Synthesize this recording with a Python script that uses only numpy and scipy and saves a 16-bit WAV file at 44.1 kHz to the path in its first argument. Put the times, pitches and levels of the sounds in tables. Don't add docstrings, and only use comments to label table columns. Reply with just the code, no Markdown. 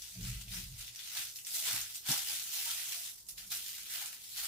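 import sys
import numpy as np
from scipy import signal
from scipy.io import wavfile
from scipy.ndimage import uniform_filter1d

SR = 44100
rng = np.random.default_rng(int(sys.argv[2]) if len(sys.argv) > 2 else 0)


def store_wav(level_fs):
    pcm = np.round(np.clip(np.atleast_2d(level_fs), -1, 1) * 32767)
    wavfile.write(sys.argv[1], SR, pcm.T.astype(np.int16))


def boost(x):
    u = np.asarray(x, float) / 20
    return 10 ** u


N = 197391

# (frequency [Hz], density [dB per Hz])
STILL_SPECTRUM = [(15, -27), (25, 11), (133, 11), (289, 0.5), (368, 1), (631, -3.5), (895, -2), (2630, -16),
                  (3720, -3.5), (8810, 2.5), (15500, -43)]
STILL_DB = -67
# (frequency [Hz], correlation [-1..1])
PORT_LIKENESS = [(60, 0.72), (180, 0.55), (400, 0.37), (700, 0.65), (1100, 0.43), (3000, 0.16),
                 (8000, 0.032)]
# (time [s], peak [dB], centre [Hz], left minus right [dB])
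SNAGS = [(0.0201, -36, 5750, 8), (0.23, -36, 5600, 5), (0.2504, -36, 4200, 2), (0.419, -50, 4960, -6),
         (0.482, -36.5, 3040, 2), (0.5175, -36, 3300, 9), (0.787, -37, 9300, 0.1), (0.8791, -33.5, 2900, 0),
         (0.9592, -33, 5800, 3), (0.9918, -33.5, 3550, 5), (1.038, -37, 4100, 3), (1.1507, -32, 5050, 4),
         (1.1729, -26, 3580, -4), (1.2228, -31.5, 3120, -3), (1.3587, -32, 5270, 1),
         (1.3874, -36, 2920, 0.5), (1.4485, -32.5, 5740, 1), (1.468, -28, 8000, -1), (1.8137, -24, 6700, 2),
         (1.9555, -31, 8500, -0.5), (2.1164, -18.5, 5570, 1), (2.1809, -26.5, 5470, 6),
         (3.2663, -42, 7460, -4), (3.288, -31, 10500, -6), (3.379, -34.5, 2840, 0),
         (3.5044, -33, 10300, -2), (3.857, -38, 3200, 0.5), (3.899, -33.5, 4200, -3),
         (4.0594, -28, 7340, 0), (4.129, -36.5, 1950, 4)]
SPRAY_SHARE, SPRAY_T60_S = 0.22, 0.091
# (frequency [Hz], density [dB per Hz])
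HAIR_SPECTRUM = [(240, -29.5), (400, -21), (488, -83), (663, -16.5), (1170, -16), (1450, -5.5), (1850, -6),
                 (3010, 0.5), (4840, 0.5), (5390, 1), (8930, -1), (14800, -1.5), (15500, -4.5)]
# (frequency [Hz], left minus right [dB])
LEAN = [(60, 7), (240, -2), (950, 0.5), (3770, 1), (15000, -2)]
# (frequency [Hz], width [Hz], level [dB])
PAD_MODES = [(665, 34, 1.5), (818, 23, -3.5), (974, 41, -14), (1350, 88, -22.5), (2004, 24, -1.5)]
# (peak time [s], strength [dB], 20 dB rise [s], 20 dB fall [s], pressure [dB])
NEAR_STROKES = [(0.025, -50.5, 0.13, 0.58, -1.5), (0.269, -47, 0.12, 0.28, 2.5),
                (0.419, -51, 0.063, 0.023, 0), (0.545, -43.5, 0.082, 0.24, -0.5),
                (0.815, -49, 0.11, 0.06, 0.5), (0.88, -50, 0.17, 0.064, -1.5), (1.002, -55, 0.24, 0.09, 3),
                (1.078, -48.5, 0.22, 0.1, -0.5), (1.185, -40.5, 0.13, 0.15, 1.5),
                (1.246, -49.5, 0.049, 0.25, -4), (1.358, -47, 0.011, 0.13, -6.5)]
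# (peak time [s], strength [dB], 20 dB rise [s], 20 dB fall [s], pressure [dB])
FAR_STROKES = [(1.467, -49.5, 0.01, 0.37, 0.5), (1.553, -38.5, 0.08, 0.27, -5.5),
               (1.673, -38, 0.074, 0.25, 1.5), (1.777, -43.5, 0.26, 0.11, -0.0),
               (1.897, -53.5, 0.03, 0.14, 1.5), (1.963, -46.5, 0.097, 0.088, -3.5),
               (2.105, -33.5, 0.058, 0.14, 3.5), (2.182, -42, 0.083, 0.16, -4.5),
               (2.305, -40.6, 0.18, 0.38, -1.5), (2.538, -42, 0.06, 0.39, -3),
               (2.709, -41.5, 0.38, 0.19, -1.5), (2.79, -46.5, 0.068, 0.24, -1.0),
               (2.931, -45, 0.33, 0.28, 0.5), (3.08, -47.5, 0.72, 0.098, -3)]
# (peak time [s], strength [dB], 20 dB rise [s], 20 dB fall [s], pressure [dB])
CROWN_STROKES = [(3.185, -55, 0.024, 0.069, -3), (3.29, -49.5, 0.015, 0.11, -4),
                 (3.385, -52, 0.033, 0.23, 3), (3.478, -55.5, .033, 0.054, -4.5),
                 (3.518, -40.5, 0.02, 0.18, -0.5), (3.69, -46, 0.22, 0.3, -1.5),
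                 (3.79, -52.5, 0.098, .2, 3.5), (3.865, -52.5, .03, 0.18, -0.5),
                 (3.925, -43, 0.07, 0.27, .6), (4.019, -47, .12, .2, 5), (4.128, -54.5, 0.018, .08, 11),
                 (4.245, -53.5, 0.14, 0.24, -0.5), (4.335, -49.5, 0.14, 0.2, -2.5),
                 (4.385, -43, .05, 0.15, 0.5), (4.441, -43.5, 0.079, 0.18, 3.5)]
SIDE_FIZZ_DB = [-1.5, 0.56, 1]
SIDE_BODY_DB = [-3, .5, -1.4]
USUAL_DB, RESTING_DB = -47, -70
BODY_PER_PRESSURE, BODY_PER_STRENGTH = 0.7, 0.22
DRAG_PER_PRESSURE, DRAG_PER_STRENGTH = 1.04, 0.28
EDGE_OCTAVES_PER_DB = 0.14
LIFT_OFF = 1.1
# (peak time [s], push [dB], 20 dB rise [s], 20 dB fall [s], favoured mode group [0-2])
SHOVES = [(.03, -65.5, .2, 0.19, 0.12), (0.192, -43.5, 0.039, 0.21, 1.53), (.23, -45.5, 0.057, .2, .2),
          (.3, -42, 0.13, 0.14, 0.8), (.36, -44, .15, 0.098, .05), (.49, -49.5, 0.087, 0.29, 0.4),
          (0.591, -53, 0.19, 0.11, 2), (.64, -50.5, 0.18, .2, 0.15), (.73, -50.5, 0.15, 0.1, 0.84),
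          (.81, -54.5, 0.081, 0.092, .1), (.91, -65, 0.045, 0.061, 0.75), (1.19, -66.5, 0.036, 0.15, 0.5),
          (1.27, -67, .05, 0.1, 0.49), (1.74, -58.5, 0.075, .15, 1.25), (1.82, -61, 0.12, 0.061, 0.16),
          (2.2, -74, .15, .2, .1), (2.36, -73.5, .15, .25, 1.4), (2.72, -69, 0.21, 0.11, 0.49),
          (3.36, -66.5, 0.19, 0.57, .1), (3.47, -68.5, 0.24, 0.37, 1.66), (4.47, -67.5, 0.25, .2, .1)]
NEIGHBOUR_DB, STANDING_DB = -13.5, -92.5
# (frequency [Hz], width [Hz], level [dB])
ROOM_MODES = [
    [(47, 12, 0)],
    [(116, 11, 0)],
    [(187, 13, 0), (235, 30, -14), (310, 40, -20), (410, 25, -30)],
]
# (time [s], peak [dB], pitch [Hz], T60 [s])
BUMPS = [(.152, -54.5, 288, 0.064), (.47, -62, 294, 0.09), (1.185, -58.5, 141, 0.086),
         (1.263, -80, 129, 0.089), (1.673, -52, 442, 0.13), (1.736, -46, 124, 0.079), (1.75, -62, 240, .08),
         (2.298, -55.5, 495, 0.079), (2.32, -57.5, 260, 0.094)]
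# (time [s], peak [dB], pitch [Hz], T60 [s])
POPS = [(1.15, -58, 756, 0.045), (1.565, -56.5, 655, 0.28), (1.68, -61, 676, 0.15),
        (2.095, -44, 705, 0.058), (2.177, -45, 756, 0.042), (2.30, -56, 834, 0.069), (2.53, -63, 790, 0.08),
        (2.66, -43.5, 916, 0.04), (2.695, -41.5, 1350, 0.059), (2.965, -51.5, 680, 0.049),
        (3.515, -53, 720, 0.064), (3.95, -52.5, 665, 0.071), (4.015, -44.5, 816, 0.039)]
# (frequency [Hz], level [dB], T60 [s])
THUD = (2.0905, -44.5, [(144, 5.5, 0.012), (198, -10, 0.067), (254, -2.5, 0.096), (314.5, -7.5, 0.11)])
# (frequency [Hz], T60 [s])
ROOM_T60 = [(300, 0.25), (2000, 0.22), (8000, 0.17), (16000, 0.12)]
LEFT_LAG_SAMPLES = 2
EDGE_HZ = 15600


def evened(x):
    return x / np.sqrt(np.mean(x ** 2) + 1e-20)


def read(points, hz):
    f, value = np.transpose(points)
    return np.interp(np.log(hz + 1), np.log(f + 1), value)


def add(mix, s, sound):
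    part = mix[..., round(s * SR):][..., :sound.shape[-1]]
    part += sound[..., :part.shape[-1]]


def resonate(x, hz, width_hz):
    turn = np.exp(2j * np.pi * hz * np.arange(x.shape[-1]) / SR)
    r = np.exp(-np.pi * width_hz / SR)
    smooth = signal.lfilter([1 - r], [1, -r], x / turn)
    return 2 * (turn * smooth).real


def paired(z, hz):
    same = np.clip(read(PORT_LIKENESS, hz), -1, 1)[:, None]
    return np.array([z[0], same * z[0] + np.sqrt(1 - same ** 2) * z[1]])


def patches(shape, bins, frames):
    blurred = uniform_filter1d(rng.standard_normal(shape), size=bins, axis=0)
    return evened(uniform_filter1d(blurred, size=frames, axis=1))


def swells(table, t, rest_db):
    s, db, rise_s, fall_s = np.transpose(table)[:4, :, None]
    rising = (s - t) / np.maximum(rise_s, 0.005)
    falling = (t - s) / np.maximum(fall_s, 0.005)
    slope = np.maximum(rising, falling)
    return np.vstack([boost(db - 20 * slope ** LIFT_OFF) ** 2, boost(rest_db) ** 2 + 0 * t])


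def still_air():
    hz, t, z = signal.stft(rng.standard_normal((2, N)), SR, nperseg=2048)
    unrest_db = 0.18 * patches(z.shape[1:], bins=8, frames=3)
    z = paired(z, hz) * boost(read(STILL_SPECTRUM, hz)[:, None] + unrest_db)
    return boost(STILL_DB) * evened(signal.istft(z, SR, nperseg=2048)[1][:, :N])


def snags():
    out, t = np.zeros((2, N)), np.arange(9000) / SR
    thin = signal.butter(3, 2200, "high", fs=SR)
    noises = rng.standard_normal((len(SNAGS), 2, len(t)))
    for (s, db, hz, pan_db), noise in zip(SNAGS, noises):
        flick = 1.2 * np.sin(2 * np.pi * hz * t) * boost(-60 * t / 0.0036)
        rattle = 0.35 * evened(resonate(noise, hz, 3000)) * boost(-60 * t / 0.031)
        spray = 0.5 * SPRAY_SHARE * signal.lfilter(*thin, noise)
        spray = spray * boost(-60 * t / SPRAY_T60_S) * np.minimum(t / 0.0052, 1)
        level = boost(db + np.array([[0.5], [-0.5]]) * pan_db)
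        add(out, s, level * (flick + rattle + spray) * np.minimum(t / 0.00028, 1))
    return signal.lfilter(*signal.butter(4, 1900, "high", fs=SR), out)


def hand(t):
    sides = [NEAR_STROKES, FAR_STROKES, CROWN_STROKES]
    rows = np.concatenate(sides)
    power = swells(rows, t, RESTING_DB)
    total = power.sum(0)
    share = power[:-1] / total
    counts = [len(side) for side in sides]
    body_db, fizz_db = np.repeat([SIDE_BODY_DB, SIDE_FIZZ_DB], counts, axis=1) @ share
    return 10 * np.log10(total), rows[:, 4] @ share, body_db, fizz_db


def strands(slips_per_s=16000, spread_db=4.0, patchy_db=0.85, streaky_db=1.83, flicker_db=1.18):
    chance = rng.random((2, N))
    size = rng.exponential(1, (2, N))
    sign = rng.standard_normal((2, N))
    slips = (chance < slips_per_s / SR) * boost(spread_db * np.minimum(size, 2.2)) * sign
    hz, t, z = signal.stft(evened(slips), SR, nperseg=256, noverlap=192)
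    f = hz[:, None]

    strength_db, pressure_db, side_body_db, fizz_db = hand(t)
    extra_db = strength_db - USUAL_DB
    body_db = side_body_db + BODY_PER_PRESSURE * pressure_db + BODY_PER_STRENGTH * extra_db
    drag_db = DRAG_PER_PRESSURE * pressure_db + DRAG_PER_STRENGTH * extra_db
    drag_edge_hz = 2400 * 2 ** (-EDGE_OCTAVES_PER_DB * drag_db)
    body = 1 / (1 + (f / 1200) ** 5)
    drag = 1 / (0.5 + (f / drag_edge_hz) ** 6) - body
    fizz = np.clip(np.log2(f / 6000 + 0.025), 0, 1)
    colour_db = read(HAIR_SPECTRUM, hz)[:, None] + body * body_db + drag * drag_db + fizz * fizz_db

    grain_db = flicker_db * patches((1, len(t)), bins=1, frames=3)
    grain_db = grain_db + patchy_db * patches(z.shape[1:], bins=8, frames=30)
    grain_db += streaky_db * patches(z.shape[1:], bins=2, frames=20)

    band = (hz > 2500) & (hz < 9000)
    band_rms = np.sqrt(2 * np.sum(boost(2 * read(HAIR_SPECTRUM, hz[band]))) / 256)
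    lean_db = np.array([0.5, -0.5])[:, None, None] * read(LEAN, hz)[:, None]
    z = paired(z, hz) * (boost(colour_db + grain_db) / band_rms) * boost(lean_db)
    rustle = signal.istft(z, SR, nperseg=256, noverlap=192)[1][:, :N]
    pad_ring = sum(boost(db) * resonate(rustle, mode_hz, width) for mode_hz, width, db in PAD_MODES)
    return (rustle + pad_ring) * boost(np.interp(np.arange(N) / SR, t, strength_db) + 1.0)


def movement():
    t, out = np.arange(0, N + 200, 200) / SR, np.zeros((2, N))
    power = swells(SHOVES, t, STANDING_DB)
    favoured = np.transpose(SHOVES)[4]
    for k, modes in enumerate(ROOM_MODES):
        reach = boost(NEIGHBOUR_DB * (k - favoured) ** 2) ** 2
        push = np.sqrt(reach @ power[:-1] + power[-1])
        shove = rng.standard_normal((2, N))
        shove = shove[0] + 0.06 * shove[1] * np.array([[1], [-1]])
        ring = np.zeros((2, N))
        for hz, width, db in modes:
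            once = resonate(shove, hz, 1.84 * width)
            ring += boost(db) * evened(resonate(once, hz, 1.84 * width))
        swing = np.sqrt(uniform_filter1d(ring[0] ** 2, size=3000) + 0.084)
        out += np.interp(np.arange(N) / SR, t, push) * evened(ring / swing)
    return out


def hollow_knocks(table, rise_s, overtone, overtone_db):
    out, t = np.zeros(N), np.arange(7000) / SR
    for s, db, hz, t60_s in table:
        ring = np.sin(2 * np.pi * hz * t) + boost(overtone_db) * np.sin(2 * np.pi * overtone * hz * t)
        add(out, s, boost(db - 60 * t / t60_s) * (1 - np.exp(-t / rise_s)) * ring)
    return out


def bumps():
    return hollow_knocks(BUMPS, rise_s=0.0096, overtone=2.3, overtone_db=0)


def pops():
    return hollow_knocks(POPS, rise_s=0.004, overtone=1.3, overtone_db=-8)


def thud():
    s, db, modes = THUD
    out, t = np.zeros(N), np.arange(10000) / SR
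    held = np.maximum(t - 0.022, 0)
    ring = sum(boost(d - 60 * held / t60_s) * np.sin(2 * np.pi * hz * t) for hz, d, t60_s in modes)
    add(out, s, -boost(db) * ring * (1 - np.exp(-t / 0.001)))
    return out


def room(x):
    taps = np.zeros((2, SR // 2))
    at = np.arange(200, SR // 2 - 20, 20)
    at = at + rng.integers(0, 20, (2, len(at)))
    np.put_along_axis(taps, at, rng.choice([-1., 1.], at.shape), 1)
    hz, t, z = signal.stft(taps, SR, nperseg=256)
    decay = boost(-60 * t / read(ROOM_T60, hz)[:, None])
    tail = signal.istft(z * decay, SR, nperseg=256)[1]
    return signal.fftconvolve(x, tail / np.linalg.norm(tail[0]), axes=1)[:, :N]


def scene():
    sharp, rustle, pad, pat = snags(), strands(), pops(), thud()
    low = movement() + pat + bumps()
    echo = room(boost(-9.0) * rustle + boost(-1.5) * sharp + boost(-2.5) * pad)
    echo += room(boost(-16) * pat[None])
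    left, right = rustle + sharp + pad + low
    return np.array([np.roll(left, LEFT_LAG_SAMPLES), right]) + echo + still_air()


def top_cut(x):
    return signal.sosfilt(signal.butter(12, 16800, fs=SR, output="sos"), x)


def record(dry):
    low_pass = signal.firwin(801, EDGE_HZ, window=("kaiser", 7), fs=SR)
    limited = signal.oaconvolve(dry, low_pass[None], "same")
    return top_cut(limited)


dry = scene()
out = record(dry)
store_wav(out)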